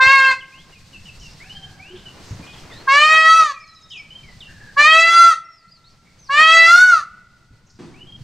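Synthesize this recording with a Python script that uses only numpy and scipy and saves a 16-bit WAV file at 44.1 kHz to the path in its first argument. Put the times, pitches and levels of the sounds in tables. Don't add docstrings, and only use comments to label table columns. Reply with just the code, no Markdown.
import sys
import numpy as np
from scipy import signal
from scipy.fft import rfft, irfft, next_fast_len
from scipy.io import wavfile
from scipy.ndimage import uniform_filter1d, minimum_filter1d, map_coordinates

SR = 44100
rng = np.random.default_rng(int(sys.argv[2]) if len(sys.argv) > 2 else 0)


def wav_out(sig):
    wavfile.write(sys.argv[1], SR, np.round(np.clip(np.atleast_2d(sig).T, -1, 1) * 32767).astype(np.int16))


N = 362943

# (time [s], rumble [dB], yard wash before trim [dB], leaf hiss before trim [dB])
BREEZE = [(.5, -47.5, -54.5, -54), (1.15, -45, -56, -52.5), (1.9, -48.5, -56.5, -57.5),
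          (2.25, -47, -48.5, -51.5), (2.85, -47, -48.5, -53.5), (3.699, -50.5, -58.5, -56.5),
          (4.3, -42.5, -52.5, -54), (5.5, -52, -60, -59.5), (6.9, -44.5, -56.5, -56),
          (7.701, -52.5, -63.5, -66), (8.23, -44, -61, -62.5)]
# (frequency [Hz], relative level [dB])
RUMBLE_SPECTRUM = [(20, 2.5), (35, -5.5), (70, -2), (150, 0), (210, -5), (300, -25.5), (450, -37.5),
                   (800, -93)]
YARD_SPECTRUM = [(120, -17), (280, 1), (500, -3), (1100, -5), (1800, -9), (3000, -13), (6000, -40.5)]
HISS_SPECTRUM = [(900, -24), (2000, -3), (3000, -5.5), (4500, 0.5), (6500, -6), (8500, -10), (10000, -19),
                 (14000, -22.5), (16000, -32)]
# (frequency [Hz], relative level [dB])
KNOCK_SPECTRUM = [(60, -29), (110, 6), (350, 2.5), (550, -14), (900, -12), (1700, -18), (4500, -24.5),
                  (8700, -35), (12000, -56)]
# (time [s], level [dB], centre [Hz], t60 [s])
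BUMPS = [(0.066, -16, 115, 0.071), (1.172, -35.5, 32.3, 0.41), (2.07, -35, 130, 0.11),
         (2.307, -24, 105, 0.2), (2.342, -33, 125, 0.16), (2.394, -24, 142.5, 0.12),
         (7.506, -35.5, 109.7, 0.2)]

# (time [s], length [s], mid-note pitch [Hz], sweep [Hz], level before trim [dB])
DOWNSLURS = [(.40, 0.053, 2737, -1000, -38.5), (.72, 0.07, 2585, -590, -46.5),
             (.93, 0.042, 2710, -470, -38.5), (1.055, 0.057, 2774, -430, -41),
             (1.21, 0.078, 2800, -460, -45.5), (2.054, 0.062, 2876, -220, -41),
             (2.70, 0.084, 1850, -450, -46.5), (3.53, .12, 2394, -200, -36), (3.63, 0.33, 3870, -670, -47),
             (3.904, .12, 2520, -1000, -31.5), (3.915, 0.056, 3220, -830, -33),
             (4.23, 0.11, 2082, -400, -44.5), (4.405, .035, 3050, -1000, -35.5)]
UPSLURS = [(.52, .11, 2990, 1300, -43), (1.40, 0.078, 2394, 860, -44.5), (1.79, 0.14, 2690, 1001, -44),
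           (2.71, .12, 3980, 1056, -47.5), (5.68, .035, 4570, 700, -50.5), (5.84, 0.048, 4150, 905, -46),
           (7.94, 0.064, 2562, 650, -49.5)]
PIPS = [(1.495, .035, 2996, 303, -38), (1.552, .042, 3177, 100, -39), (1.62, .055, 3157, 30, -41.5),
        (2.42, 0.11, 2450, 71, -46.5), (4.104, 0.066, 3090, 168, -34), (4.44, 0.076, 2753, 0.5, -46),
        (8.007, .038, 3000, 208, -42.5), (8.069, .038, 3220, -1, -43.5), (8.122, 0.045, 3212, 2, -40.5)]
SWOOPS = [(5.44, .20, 5370, -1350, -46.5), (5.71, 0.072, 4710, -900, -43.5),
          (6.188, .1, 5900, -2250, -47.5)]
CHATTER = [(1.19, 0.16, 5280, -950, -50), (1.50, 0.11, 4700, -1000, -55), (1.95, 0.095, 3110, -6.5, -48.5),
           (2.24, .13, 6160, 2.5, -55), (2.46, 0.14, 3200, 2.5, -48), (3.90, 0.084, 6140, -600, -53),
           (4.23, 0.16, 4660, -500, -56), (5.90, 0.055, 4800, -1700, -55), (7.66, .13, 5600, -1100, -58)]
HOOTS = [(1.40, 0.71, 1600, -130, -55), (1.44, 0.45, 779, -8, -56), (1.90, .07, 351, 13.5, -42.5),
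         (4.47, .27, 1707, -72.5, -46), (6.05, 0.1, 2193, -20, -55)]
# (time [s], level of the held part [dB])
TRILL = [(3.601, -43.5), (3.675, -45), (3.748, -46.5), (3.823, -45), (3.901, -43.5), (3.975, -42)]

# (time [s], pitch [Hz], push over held effort [dB], flare of the twelfth [dB])
ARCHES = [
    [(0, 522, 4.5, 4), (.064, 529.3, -1, -1.5), (.125, 546.2, -2.5, 2.5), (.2, 535.8, -4, 0),
     (.306, 529.3, -6, 2), (.341, 507, -3.5, 4.5)],
    [(2.877, 540.4, 2, 2.5), (2.9, 538.6, -4, -4.5), (2.98, 583.8, 2.5, 1), (3.05, 616.3, 1, -5),
     (3.15, 635.8, -1.5, 6), (3.25, 640.5, -2.5, 1), (3.28, 644.8, 2, 7.5), (3.385, 654.4, 1.5, -2),
     (3.44, 626.4, -1.5, 4), (3.525, 548, 6.5, -1)],
    [(4.768, 554, -8, 1), (4.797, 583.8, 3, 5.5), (4.845, 600.6, -3.5, -5), (4.88, 628.6, 2.5, 4),
     (5.0, 658, 0, -2), (5.11, 672.3, -3, 3), (5.215, 680.5, 2, 2), (5.3, 670.4, -3, -2), (5.34, 607, 3, 8)],
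    [(6.295, 542.7, -1.5, 0), (6.365, 592, -3, 0.5), (6.415, 630.5, 4, 4.5), (6.47, 641.3, 1, -1.5),
     (6.55, 658.8, 2, 0.5), (6.655, 662.5, 1.5, 1), (6.825, 740.4, -0.5, -4.5), (6.895, 733, -4, 0),
     (6.955, 663.3, -1, -5.5), (7.016, 565.6, 0, 3.5)],
]
# (level [dB], brightness [dB], swell [s], release [s], beak narrows at [s],
# how far [0-1], rasp [dB], fundamental before trim [dB])
CRIES = [(-7.5, 2, 0.011, 0.026, 0.84, .1, -23, -2.5), (-6.5, 0, 0.032, 0.1, 3.293, .75, -25.5, 1),
         (-2, 1, 0.03, 0.032, 5.127, .9, -25.5, 0), (-5, 0, .085, 0.074, 6.71, 1, -26, -1.5)]
# (beak wide [dB], beak narrow [dB],
# lead on the beak [s], change time [s], lack at onset [dB], fall in release [dB])
REGISTERS = [(1.5, 7.5, 0.016, 0.014, 13, 26.5), (1.5, -14, -0.00043, 0.01, 17, 16),
             (1, -20.5, 0.0076, 0.059, 21, 21), (-10, -15.5, -0.11, 0.017, 17, 17.5)]
# (frequency [Hz], relative level [dB])
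HONK_COLOUR = [(520, -21.5), (1050, -2), (2150, 0.5), (2700, -4.5), (3200, -19.5), (3750, -20),
               (4300, -12.5), (4800, -20.5), (5400, -29), (8300, -36.5), (9500, -61), (15000, -89.5)]
WIDE_COLOUR = [(600, -20), (1200, 2), (2400, -6), (3200, -12), (3650, -14), (4400, -8.5), (5100, -21),
               (7300, -24.5), (8500, -32), (9500, -43), (15000, -62)]
NARROW_COLOUR = [(680, -22.5), (1350, -8), (2700, -16), (3450, -17), (4100, -13), (4700, -11), (5300, -25),
                 (5950, -12.5), (7500, -29.5), (9500, -33), (11900, -40), (15000, -75)]
# (frequency [Hz], relative level [dB])
RASP_SPECTRUM = [(150, -26.5), (400, -17.5), (800, -7), (1300, -7), (2200, -6), (3300, -17), (4500, -16.5),
                 (7500, -27), (9800, -50), (15000, -63)]
SIZZLE_SPECTRUM = [(1500, -22), (3500, -5), (4600, -7), (7500, -7.5), (8700, -6), (9800, -20.5),
                   (15500, -32)]

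# (frequency [Hz], t60 [s])
LATE_T60 = [(200, 0.55), (700, 0.74), (1430, 0.58), (2200, 0.79), (5000, 0.29), (9000, .45), (15000, .2)]
# (frequency [Hz], gain [dB])
TREBLE_LIFT = [(1400, 3), (2400, 4.5), (4500, 8), (9000, 10.5)]

STRAIN_S = .1
GAIN_KNEE_DB, GAIN_SHARE, RECOVERY_DB_PER_S = -2.5, 0.72, 7
TOP_HZ = 15800
PEAK_HOLD = SR // 100


def amp(db):
    return 10 ** (np.asarray(db) / 20)


def unit(x):
    return x / np.sqrt(np.mean(x ** 2) + 1e-20)


def along(points, hz):
    f, v = np.transpose(points)
    return np.interp(np.log(hz + 1), np.log(f + 1), v)


def wobble(knots_per_s, size):
    knots = rng.standard_normal(int(size * knots_per_s / SR) + 4)
    return map_coordinates(knots, [np.arange(size) * knots_per_s / SR])


def filtered(x, response):
    size = x.shape[-1]
    m = next_fast_len(size + 8192)
    return irfft(rfft(x, m) * response(np.fft.rfftfreq(m, 1 / SR)), m)[..., :size]


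def noise(spectrum, size):
    white = rng.standard_normal(size)
    return unit(filtered(white, lambda hz: amp(along(spectrum, hz))))


def add(track, time_s, sound):
    start = max(0, round(time_s * SR))
    track[start:start + len(sound)] += sound[:max(0, N - start)]


def fade(t, edge_s):
    from_end_s = np.minimum(t - t[0], t[-1] - t)
    return np.sin(np.pi / 2 * np.clip(from_end_s / edge_s, 0, 1)) ** 2


def spread(spectrum, side_db, waver_db):
    mid = noise(spectrum, N)
    side = amp(side_db) * noise(spectrum, N)
    return np.array([mid + side, mid - side]) * amp(waver_db * wobble(31, N))


def air():
    time_s, *columns_db = np.transpose(BREEZE)
    rumble, yard, hiss = [amp(np.interp(np.arange(N) / SR, time_s, db)) for db in columns_db]
    return (rumble * spread(RUMBLE_SPECTRUM, side_db=-15.0, waver_db=2.4)
            + yard * amp(1.5) * spread(YARD_SPECTRUM, side_db=-8, waver_db=1.77)
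            + hiss * amp(2.0) * spread(HISS_SPECTRUM, side_db=-6, waver_db=1.2))


def struck(t, level_db, t60_s, rise_s, spectrum):
    envelope = amp(level_db - 60 * t / t60_s) * (1 - np.exp(-t / rise_s))
    return envelope * noise(spectrum, len(t))


def bumps():
    track, t = np.zeros(N), np.arange(SR // 2) / SR
    for time_s, level_db, centre_hz, t60_s in BUMPS:
        spectrum = [(centre_hz / 4, -14), (centre_hz, 0), (centre_hz * 1.3, -3),
                    (centre_hz * 3, -30), (centre_hz * 12, -80)]
        add(track, time_s, struck(t, level_db, t60_s, 0.0017, spectrum))
    return track


def knock(level_db=-35, t60_s=0.9):
    track, t = np.zeros(N), np.arange(SR // 2) / SR
    add(track, 7.789, struck(t, level_db, t60_s, 0.0016, KNOCK_SPECTRUM))
    return track


def whistle(length_s, start_hz, middle_hz, end_hz, hoarse_hz):
    t = np.arange(round(length_s * SR)) / SR
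    bend = np.polyfit([0, .5, 1], [start_hz, middle_hz, end_hz], 2)
    pitch_hz = np.polyval(bend, t / length_s)
    pitch_hz = pitch_hz + hoarse_hz * wobble(2 * abs(hoarse_hz) + 100, len(t))
    swell = fade(t, 0.047 * length_s) * amp(3.7 * wobble(69, len(t)) - 5.2 * (t / length_s) ** 3)
    return unit(np.sin(2 * np.pi * np.cumsum(pitch_hz) / SR) * swell)


def notes(rows, bend, hoarse):
    track = np.zeros(N)
    for time_s, length_s, hz, sweep_hz, level_db in rows:
        start_hz, end_hz = hz - bend * sweep_hz, hz + (1 - bend) * sweep_hz
        add(track, time_s, amp(level_db - 2) * whistle(length_s, start_hz, hz, end_hz, hoarse * hz))
    return track


def songbirds():
    track = (notes(DOWNSLURS, bend=.76, hoarse=0.017) + notes(UPSLURS, bend=0.51, hoarse=.011)
             + notes(PIPS, bend=0.75, hoarse=.005) + notes(SWOOPS, bend=0.13, hoarse=0.0065)
             + notes(CHATTER, bend=0.62, hoarse=0.12) + notes(HOOTS, bend=0.5, hoarse=0.052))
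    for time_s, level_db in TRILL:
        add(track, time_s - .012, amp(level_db - 9) * whistle(.022, 7000, 6000, 5400, 120))
        add(track, time_s, amp(level_db) * whistle(0.029, 4950, 5200, 5200, 50))
    return track


def cry(arch, effort_row, throat, jitter=.0017, flutter_db=3.0, shimmer_db=0.51, sizzle_db=-22, break_up=4):
    time_s, arch_hz, push_db, flare_db = np.transpose(arch)
    call_db, bright_db, swell_s, release_s, narrows_at_s, how_far, rasp_db, root_db = effort_row
    t = np.arange(time_s[0] - .03, time_s[-1] + .004, 1 / SR)
    size = len(t)
    age_s, to_end_s = np.maximum(t - time_s[0], 0), t - time_s[-1]
    pitch_hz = np.interp(t, time_s, arch_hz)

    def beak(lead_s, change_s):
        return how_far * (1 + np.tanh((t - narrows_at_s + lead_s) / change_s / 2)) / 2

    growth_db = 3200 * np.minimum(t - time_s[0] - .002, 0)
    hold_db = call_db + np.interp(t, time_s, push_db) + growth_db
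    onset = np.exp(-age_s / swell_s)
    release = np.maximum(1 + to_end_s / release_s, 0)
    register_db = []
    for wide_db, narrow_db, lead_s, change_s, lack_db, fall_db in REGISTERS:
        beak_db = wide_db + (narrow_db - wide_db) * beak(lead_s, change_s)
        register_db.append(hold_db + beak_db - lack_db * onset - fall_db * release)
    octave_db, twelfth_db, blare_db, edge_db = register_db
    twelfth_db = twelfth_db + np.interp(t, time_s, flare_db)
    late_db = 35 * np.exp(-age_s / .006)
    blare_db = blare_db + bright_db - late_db
    edge_db = edge_db + bright_db - late_db

    strain = 1.2 * (age_s / STRAIN_S) ** 2 * np.exp(2 - 2 * age_s / STRAIN_S) * how_far
    unsteady = jitter * (1 + strain + break_up * np.exp(to_end_s / 0.061))
    phase = 2 * np.pi * np.cumsum(pitch_hz * (1 + unsteady * wobble(300, size))) / SR

    order = np.arange(1, 25)[:, None]
    narrow = beak(lead_s=0.017, change_s=0.0081)
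    wide_colour_db = along(throat, order * pitch_hz)
    narrow_colour_db = along(NARROW_COLOUR, order * pitch_hz)
    colour_db = (1 - narrow) * wide_colour_db + narrow * narrow_colour_db
    slack = np.exp(-age_s / 0.076) + np.exp(to_end_s / 0.077)
    colour_db = colour_db - 16 * slack * np.log2(np.maximum(order / 12, 1))
    flutter = np.array([wobble(35, size) for _ in order])
    gains = amp(colour_db + flutter_db * flutter)
    partials = gains * np.sin(order * phase + rng.uniform(0, 2 * np.pi, order.shape))

    voice = np.zeros(size)
    for member, db in [(order == 2, octave_db), (order == 3, twelfth_db),
                       ((order > 3) & (order < 6), blare_db), (order > 5, edge_db)]:
        register_rms = np.sqrt((gains ** 2 * member).sum(0) / 2)
        voice += amp(db) * (partials * member).sum(0) / register_rms

    effort = np.sqrt(0.29 * amp(octave_db) ** 2 + amp(twelfth_db) ** 2
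                     + amp(blare_db) ** 2 + 3 * amp(edge_db) ** 2)
    root = effort * amp(root_db + 1.5 - 10 * narrow * (0.5 - release)) * partials[0]
    rasp = effort * amp(rasp_db) * noise(RASP_SPECTRUM, size)
    sizzle = amp(edge_db + sizzle_db) * noise(SIZZLE_SPECTRUM, size)
    puffs = amp(3.3 * wobble(40, size)) * (1 + 0.8 * np.cos(phase))
    build_up = 1 - np.exp(-age_s / 0.0084)
    turbulence = (rasp + sizzle) * puffs * build_up
    shimmer = amp(shimmer_db * wobble(400, size))
    sound = (voice + root + turbulence) * shimmer * fade(t, .008)
    return np.interp(np.arange(N), round(t[0] * SR) + np.arange(size), sound, left=0, right=0)


def peacock():
    throats = [HONK_COLOUR, WIDE_COLOUR, WIDE_COLOUR, WIDE_COLOUR]
    return sum(cry(arch, row, throat) for arch, row, throat in zip(ARCHES, CRIES, throats))


def walls(x, early_db, late_db, early_t60_s=.17, side_db=-18, far_db=-14, far_t60_s=2.0):
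    hz, t, grains = signal.stft(rng.standard_normal((2, 3 * SR // 2)), SR, nperseg=256)

    def tail(t60_s):
        decaying = signal.istft(grains * amp(-60 * t / t60_s) * (t > .004), SR, nperseg=256)[1]
        return decaying / np.linalg.norm(decaying[0])

    early = filtered(tail(early_t60_s), lambda f: amp(early_db + along(TREBLE_LIFT, f)))
    late = filtered(tail(along(LATE_T60, hz)[:, None]),
                    lambda f: amp(late_db + 0.32 * along(TREBLE_LIFT, f)))
    far = filtered(tail(far_t60_s), lambda f: amp(late_db + far_db) / (1 + (f / 2600) ** 4))
    mid, side = signal.fftconvolve(x[None], early + late + far, axes=1)[:, :N]
    return x + mid + amp(side_db) * np.array([side, -side])


def gain_control(x):
    peaks = uniform_filter1d(-minimum_filter1d(-np.abs(x).max(0), PEAK_HOLD), PEAK_HOLD)
    excess_db = np.maximum(20 * np.log10(np.abs(peaks) + 1e-9) - GAIN_KNEE_DB, 0)
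    recovered_db = RECOVERY_DB_PER_S * np.arange(N) / SR
    cut_db = np.maximum.accumulate(GAIN_SHARE * excess_db + recovered_db) - recovered_db
    return x * amp(-cut_db)


def scene():
    return (air() + bumps()
            + walls(knock(), early_db=-9.5, late_db=-17.5, side_db=-6)
            + walls(songbirds(), early_db=-15.5, late_db=-15.5, side_db=-15.5)
            + walls(peacock(), early_db=-12.0, late_db=-27.5, side_db=-22.5))


def record(dry, ceiling=1.05):
    held = gain_control(dry)
    needed = ceiling / np.maximum(np.abs(held).max(0), ceiling)
    gain = uniform_filter1d(minimum_filter1d(needed, PEAK_HOLD), PEAK_HOLD)
    return filtered(np.clip(held * gain, -1, 1), lambda hz: hz < TOP_HZ)


dry = scene()
out = record(dry)
wav_out(out)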